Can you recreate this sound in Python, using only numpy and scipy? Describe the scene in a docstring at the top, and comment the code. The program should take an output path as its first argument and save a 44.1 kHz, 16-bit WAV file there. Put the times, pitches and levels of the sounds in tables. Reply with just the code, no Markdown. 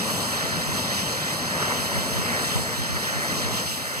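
"""An open yard, where fire hoses play on a burning steel frame. The flames rumble, the jets drum and
splash on the steel, the spray hisses and its drops patter down. Gusts thump on the microphone, and a
thin whistle sounds near the end. Fire and water lie to one side, so the right channel hears the water
a little before the left."""
import sys
import numpy as np
from scipy import signal
from scipy.fft import rfft, irfft, next_fast_len
from scipy.io import wavfile
from scipy.ndimage import uniform_filter1d, map_coordinates

SR = 44100
rng = np.random.default_rng(int(sys.argv[2]) if len(sys.argv) > 2 else 0)


def generate_wav(signal):
    """Clip the signal to [-1, 1] and save it as 16-bit WAV at the path in sys.argv[1]."""
    frames = np.transpose(np.atleast_2d(signal))
    scaled = np.clip(frames, -1, 1) * 32767
    pcm = np.round(scaled).astype(np.int16)
    wavfile.write(sys.argv[1], SR, pcm)


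N = 176400
TIME = np.arange(N) / SR


def amp(db):
    """Decibels to gain."""
    return 10 ** (np.asarray(db) / 20)


def unit_rms(x):
    """Normalise to rms 1."""
    return x / np.sqrt(np.mean(x ** 2) + 1e-20)


def over_frequency(points, hz):
    """Read (f/Hz, value) breakpoints on a log frequency axis."""
    freqs, values = np.transpose(points)
    return np.interp(np.log(hz + 1), np.log(freqs + 1), values)


def envelope(points):
    """Join (t/s, value) breakpoints, one value per sample."""
    return np.interp(TIME, *np.transpose(points))


def wobble(knots_per_s):
    """A smooth random modulator."""
    return map_coordinates(rng.standard_normal(1000), [TIME * knots_per_s + 2], mode="wrap")


def filtered(x, response):
    """Apply a complex frequency response."""
    size = next_fast_len(N + SR // 4)
    return irfft(rfft(x, size) * response(np.fft.rfftfreq(size, 1 / SR)), size)[..., :N]


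def noise(eq, side_db, patchy_db):
    """Stereo noise of rms 1, mottled in time and frequency; side_db sets its width."""
    spectra = signal.stft(rng.standard_normal((2, N)), nperseg=512)[2]
    patches = uniform_filter1d(rng.standard_normal(spectra.shape[1:]), size=9, axis=0)
    patches = unit_rms(uniform_filter1d(patches, size=14, axis=1))
    mottled = signal.istft(spectra * amp(patchy_db * patches), nperseg=512)[1][:, :N]
    mid, side = filtered(mottled, lambda hz: amp(over_frequency(eq, hz)))
    return unit_rms(np.array([mid + amp(side_db) * side, mid - amp(side_db) * side]))


# Breeze bed between gusts: t/s, level/dB
BREEZE_LEVEL = [(0, -47), (.6, -43), (1.2, -50), (1.8, -44), (2.1, -40), (2.5, -43), (3.1, -40),
                (3.5, -38.5), (4, -41)]
# Gust hits: t/s, relative level/dB, half-width/s
GUST_HITS = [(0.44, -29.8, 0.03), (0.685, -23, 0.026), (0.726, -26, 0.03), (1.983, -24, 0.05),
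             (2.132, -32, 0.03), (2.186, -25, 0.033), (2.566, -15, 0.015), (2.604, -25, 0.035),
             (2.8, -22, 0.03), (2.904, -24, 0.02), (2.943, -24, 0.04), (3.406, -29.2, 0.037),
             (3.46, -25, 0.027)]
# Bass-heavy tone of the buffeting: f/Hz, level/dB
WIND_EQ = [(20, -32), (35, -27), (55, -7), (80, 0), (110, 0), (160, -3), (220, -11), (320, -18), (600, -37),
           (1500, -65)]
def wind():
    """Eddies push the two channels in opposite directions: a light flutter and short thumps."""
    eddies = noise(WIND_EQ, side_db=-18, patchy_db=2.0) * np.array([[1], [-1]])
    gain = amp(envelope(BREEZE_LEVEL) + 3.3 * wobble(18))
    for peak_s, db, half_width in GUST_HITS:
        swell = np.exp(-2 * ((TIME - peak_s) / half_width) ** 2)
        local_rms = np.sqrt(np.average(eddies[0] ** 2, weights=swell ** 2))
        gain += amp(db - 8.0) * swell / local_rms
    return gain * eddies


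# Whistle notes: t/s, length/s, starting f/Hz, level/dB
WHISTLE_NOTES = [(3.51, .08, 13830, -46), (3.655, .175, 13790, -49.5), (3.84, .11, 13770, -49.5)]
def whistle(sag_hz_per_s=450, waver_hz=14):
    """A faint, very high whistle comes and goes, sagging in pitch."""
    out = np.zeros(N)
    for start, length, hz, db in WHISTLE_NOTES:
        age = np.clip(TIME - start, 0, length)
        pitch = hz - sag_hz_per_s * age + waver_hz * wobble(50)
        fade = np.sqrt(np.abs(np.sin(np.pi * age / length)))
        out += amp(db) * fade * np.sin(2 * np.pi * np.cumsum(pitch) / SR)
    return out


def drops(per_s=900, centre_hz=4500, spread_octaves=2.6, cycles_per_20_db=3.5, level_db=-48):
    """Drops tick on the wet ground, each a few damped cycles."""
    when, pitch, size, pan = rng.random((4, int(per_s * N / SR), 1))
    hz = centre_hz * 2 ** (spread_octaves * (pitch - .5))
    age_samples = np.arange(160)
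    cycles = hz * age_samples / SR
    accent_db = -2.5 * np.log(size + 1e-3)  # many soft ticks, a few loud ones
    ticks = amp(accent_db - 20 * cycles / cycles_per_20_db) * np.sin(2 * np.pi * cycles)
    slots = ((when * N).astype(int) + age_samples).ravel()
    patter = [np.bincount(slots, (ticks * gain).ravel(), N)[:N] for gain in (.5 + pan, 1.5 - pan)]
    return amp(level_db) * unit_rms(np.array(patter))


# Fader ride of the flames: t/s, relative level/dB
FIRE_LEVEL = [(0.0, -32), (0.08, -36.5), (0.18, -34), (0.4, -37.5), (0.51, -35.5), (0.56, -31),
              (0.63, -35.5), (0.83, -33.8), (1.1, -34), (1.14, -36), (1.65, -35), (1.9, -36), (2.27, -35),
              (2.7, -37.8), (2.95, -37.5), (3.23, -39.5), (3.29, -35.5), (3.45, -35.7), (3.65, -38),
              (3.7, -44), (3.82, -40), (3.93, -47), (4.0, -41)]
# Their low rumble: f/Hz, level/dB
FIRE_EQ = [(25, -40), (45, -24), (65, -12.5), (90, -4), (125, -2), (160, 0.5), (245, 0.5), (320, -8),
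           (450, -26), (900, -57)]
def fire():
    """The flames rumble and flutter."""
    gain = amp(envelope(FIRE_LEVEL) - 0.1 + 0.37 * wobble(11))
    return gain * noise(FIRE_EQ, side_db=-14.5, patchy_db=-0.06)


# Fader rides of spray and mist: t/s, relative level/dB
SPRAY_LEVEL = [(0.0, -34.5), (0.45, -33.5), (0.64, -34.5), (0.78, -33.3), (0.99, -32), (1.04, -34),
               (1.58, -35.5), (1.69, -34), (1.94, -36), (2.39, -34), (2.51, -32.5), (2.62, -36), (2.9, -36),
               (3.04, -34.5), (3.24, -37), (3.3, -32.5), (3.33, -36), (3.38, -32.8), (3.51, -36.2),
               (3.6, -31.5), (3.64, -35.5), (3.675, -32), (3.72, -36), (3.89, -38.5), (4.0, -37)]
MIST_LEVEL = [(0.0, -40), (0.11, -36), (0.52, -40), (0.81, -37.5), (0.95, -39), (1.38, -39.5),
              (1.45, -40.3), (1.73, -38.5), (2.39, -38), (2.48, -36.5), (2.62, -38), (2.68, -39.5),
              (2.74, -38.5), (2.88, -41.5), (3.04, -38), (3.17, -41), (3.4, -38), (3.48, -41), (3.6, -37),
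              (3.65, -39.5), (3.77, -38), (3.82, -41.7), (4.0, -40)]
# Bright hiss of the spray, airy top of the mist: f/Hz, level/dB
SPRAY_EQ = [(1600, -51), (2350, -5), (2700, -0.5), (3100, -0.5), (3550, -2), (4200, -0.6), (5300, -1.5),
            (6300, -3), (7200, -20), (11000, -44)]
MIST_EQ = [(4000, -40), (6000, -13.5), (6800, -0.5), (8000, 0.5), (9200, 0.8), (10200, -3.5), (11000, -5.5),
           (12700, -4.5), (14200, -11), (15400, -9)]
def spray():
    """Coarse spray and fine mist hiss, surging together."""
    surge_db = .45 * wobble(18)
    coarse = amp(envelope(SPRAY_LEVEL) + 2.5 + surge_db) * noise(SPRAY_EQ, side_db=-27.5, patchy_db=1.0)
    mist = amp(envelope(MIST_LEVEL) + 4.0 + surge_db) * noise(MIST_EQ, side_db=-12.5, patchy_db=1.02)
    return coarse + mist


# Splash hits on the steel: t/s, peak level/dB
SPLASH_HITS = [(0.106, -28.5), (0.863, -35), (1.628, -26), (1.721, -23), (1.966, -29), (2.971, -27)]
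# Their midrange slap: f/Hz, level/dB
SPLASH_EQ = [(300, -22), (700, -8.5), (1100, -0.5), (1400, -1), (1900, 0.5), (2600, -18), (5000, -33)]
def splashes(rise_s=0.015, fall_s=0.0079):
    """Each slug of water swells against the steel and stops short."""
    gain = np.zeros(N)
    for peak_s, db in SPLASH_HITS:
        gain += amp(db) * np.exp(-np.maximum((peak_s - TIME) / rise_s, (TIME - peak_s) / fall_s))
    return gain * noise(SPLASH_EQ, side_db=-17, patchy_db=0.5)


# Fader rides of the jets' drumming and rush: t/s, relative level/dB
DRUM_LEVEL = [(0.0, -35), (0.12, -31), (0.28, -34), (0.38, -31), (0.4, -33.5), (1.43, -34.5), (1.72, -29),
              (1.76, -32.3), (2.1, -34), (2.44, -31.5), (2.46, -36), (2.51, -32.5), (2.85, -37),
              (3.3, -33.5), (3.59, -35), (3.75, -40.5), (3.79, -40), (4.0, -37.5)]
RUSH_LEVEL = [(0.0, -39), (0.01, -43.5), (0.44, -39), (1.36, -41), (1.73, -37), (1.74, -40), (2.16, -41),
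              (2.27, -36.5), (2.78, -42.5), (3.23, -37.5), (3.26, -40.5), (3.64, -41), (3.69, -44.5),
              (4.0, -40)]
# Body of the drumming, upper mids of the rush: f/Hz, level/dB
DRUM_EQ = [(180, -24), (330, -6.5), (450, -1), (600, 0), (760, -4.5), (1000, -2.05), (1280, -3.5),
           (1550, -16), (2400, -48)]
RUSH_EQ = [(800, -43), (1200, -14.5), (1400, -3), (1600, -2), (1860, 2.5), (2100, -2.5), (2350, -12),
           (2700, -19), (4000, -55)]
def jets():
    """Solid water drums on the frame, with a brighter rush above it."""
    drum_gain = amp(envelope(DRUM_LEVEL) + 0.5 + 0.57 * wobble(29.93))
    drum = drum_gain * noise(DRUM_EQ, side_db=-12.0, patchy_db=0.5)
    rush_gain = amp(envelope(RUSH_LEVEL) + 7.5 + 0.27 * wobble(15))
    rush = rush_gain * noise(RUSH_EQ, side_db=-14, patchy_db=1.5)
    return drum + rush


# Stereo phase in the lows and mids: f/Hz, left lead/rad
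LEFT_PHASE = [(0, 2.5), (300, 0), (390, 0), (550, -0.5), (700, 0.1), (850, 0.5), (1200, -1), (1400, -1.93),
              (1600, -3), (1790, -3.5)]
# Stereo balance: f/Hz, level of left over right/dB
LEFT_BALANCE = [(60, 5), (150, 3.5), (250, 2.5), (330, 8.5), (420, 1), (520, 0.5), (800, 1.9), (1000, 1),
                (1350, -4.5), (1850, 0.1), (2250, 2.5), (2550, -4.5), (3000, 0)]
def microphones(x, left_lag_s=.000559):
    """Sound from one side reaches the left late; the body holding the pair shades each differently."""
    def response(hz):
        treble_phase = np.pi - 2 * np.pi * hz * left_lag_s  # a delay plus a polarity flip
        phase = np.where(hz < 1 / left_lag_s, over_frequency(LEFT_PHASE, hz), treble_phase)
        left = amp(over_frequency(LEFT_BALANCE, hz) / 2) * np.exp(.5j * phase)
        return np.array([left, 1 / left])
    return filtered(x, response)


def scene():
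    """The mix: fire and water off to one side, the whistle in the centre, wind on top."""
    return microphones(fire() + jets() + splashes() + spray() + drops()) + whistle() + wind()


def record(dry, cutoff_hz=15520):
    """A brick-wall low-pass on the master."""
    return filtered(dry, lambda hz: hz < cutoff_hz)


dry = scene()
out = record(dry)
generate_wav(out)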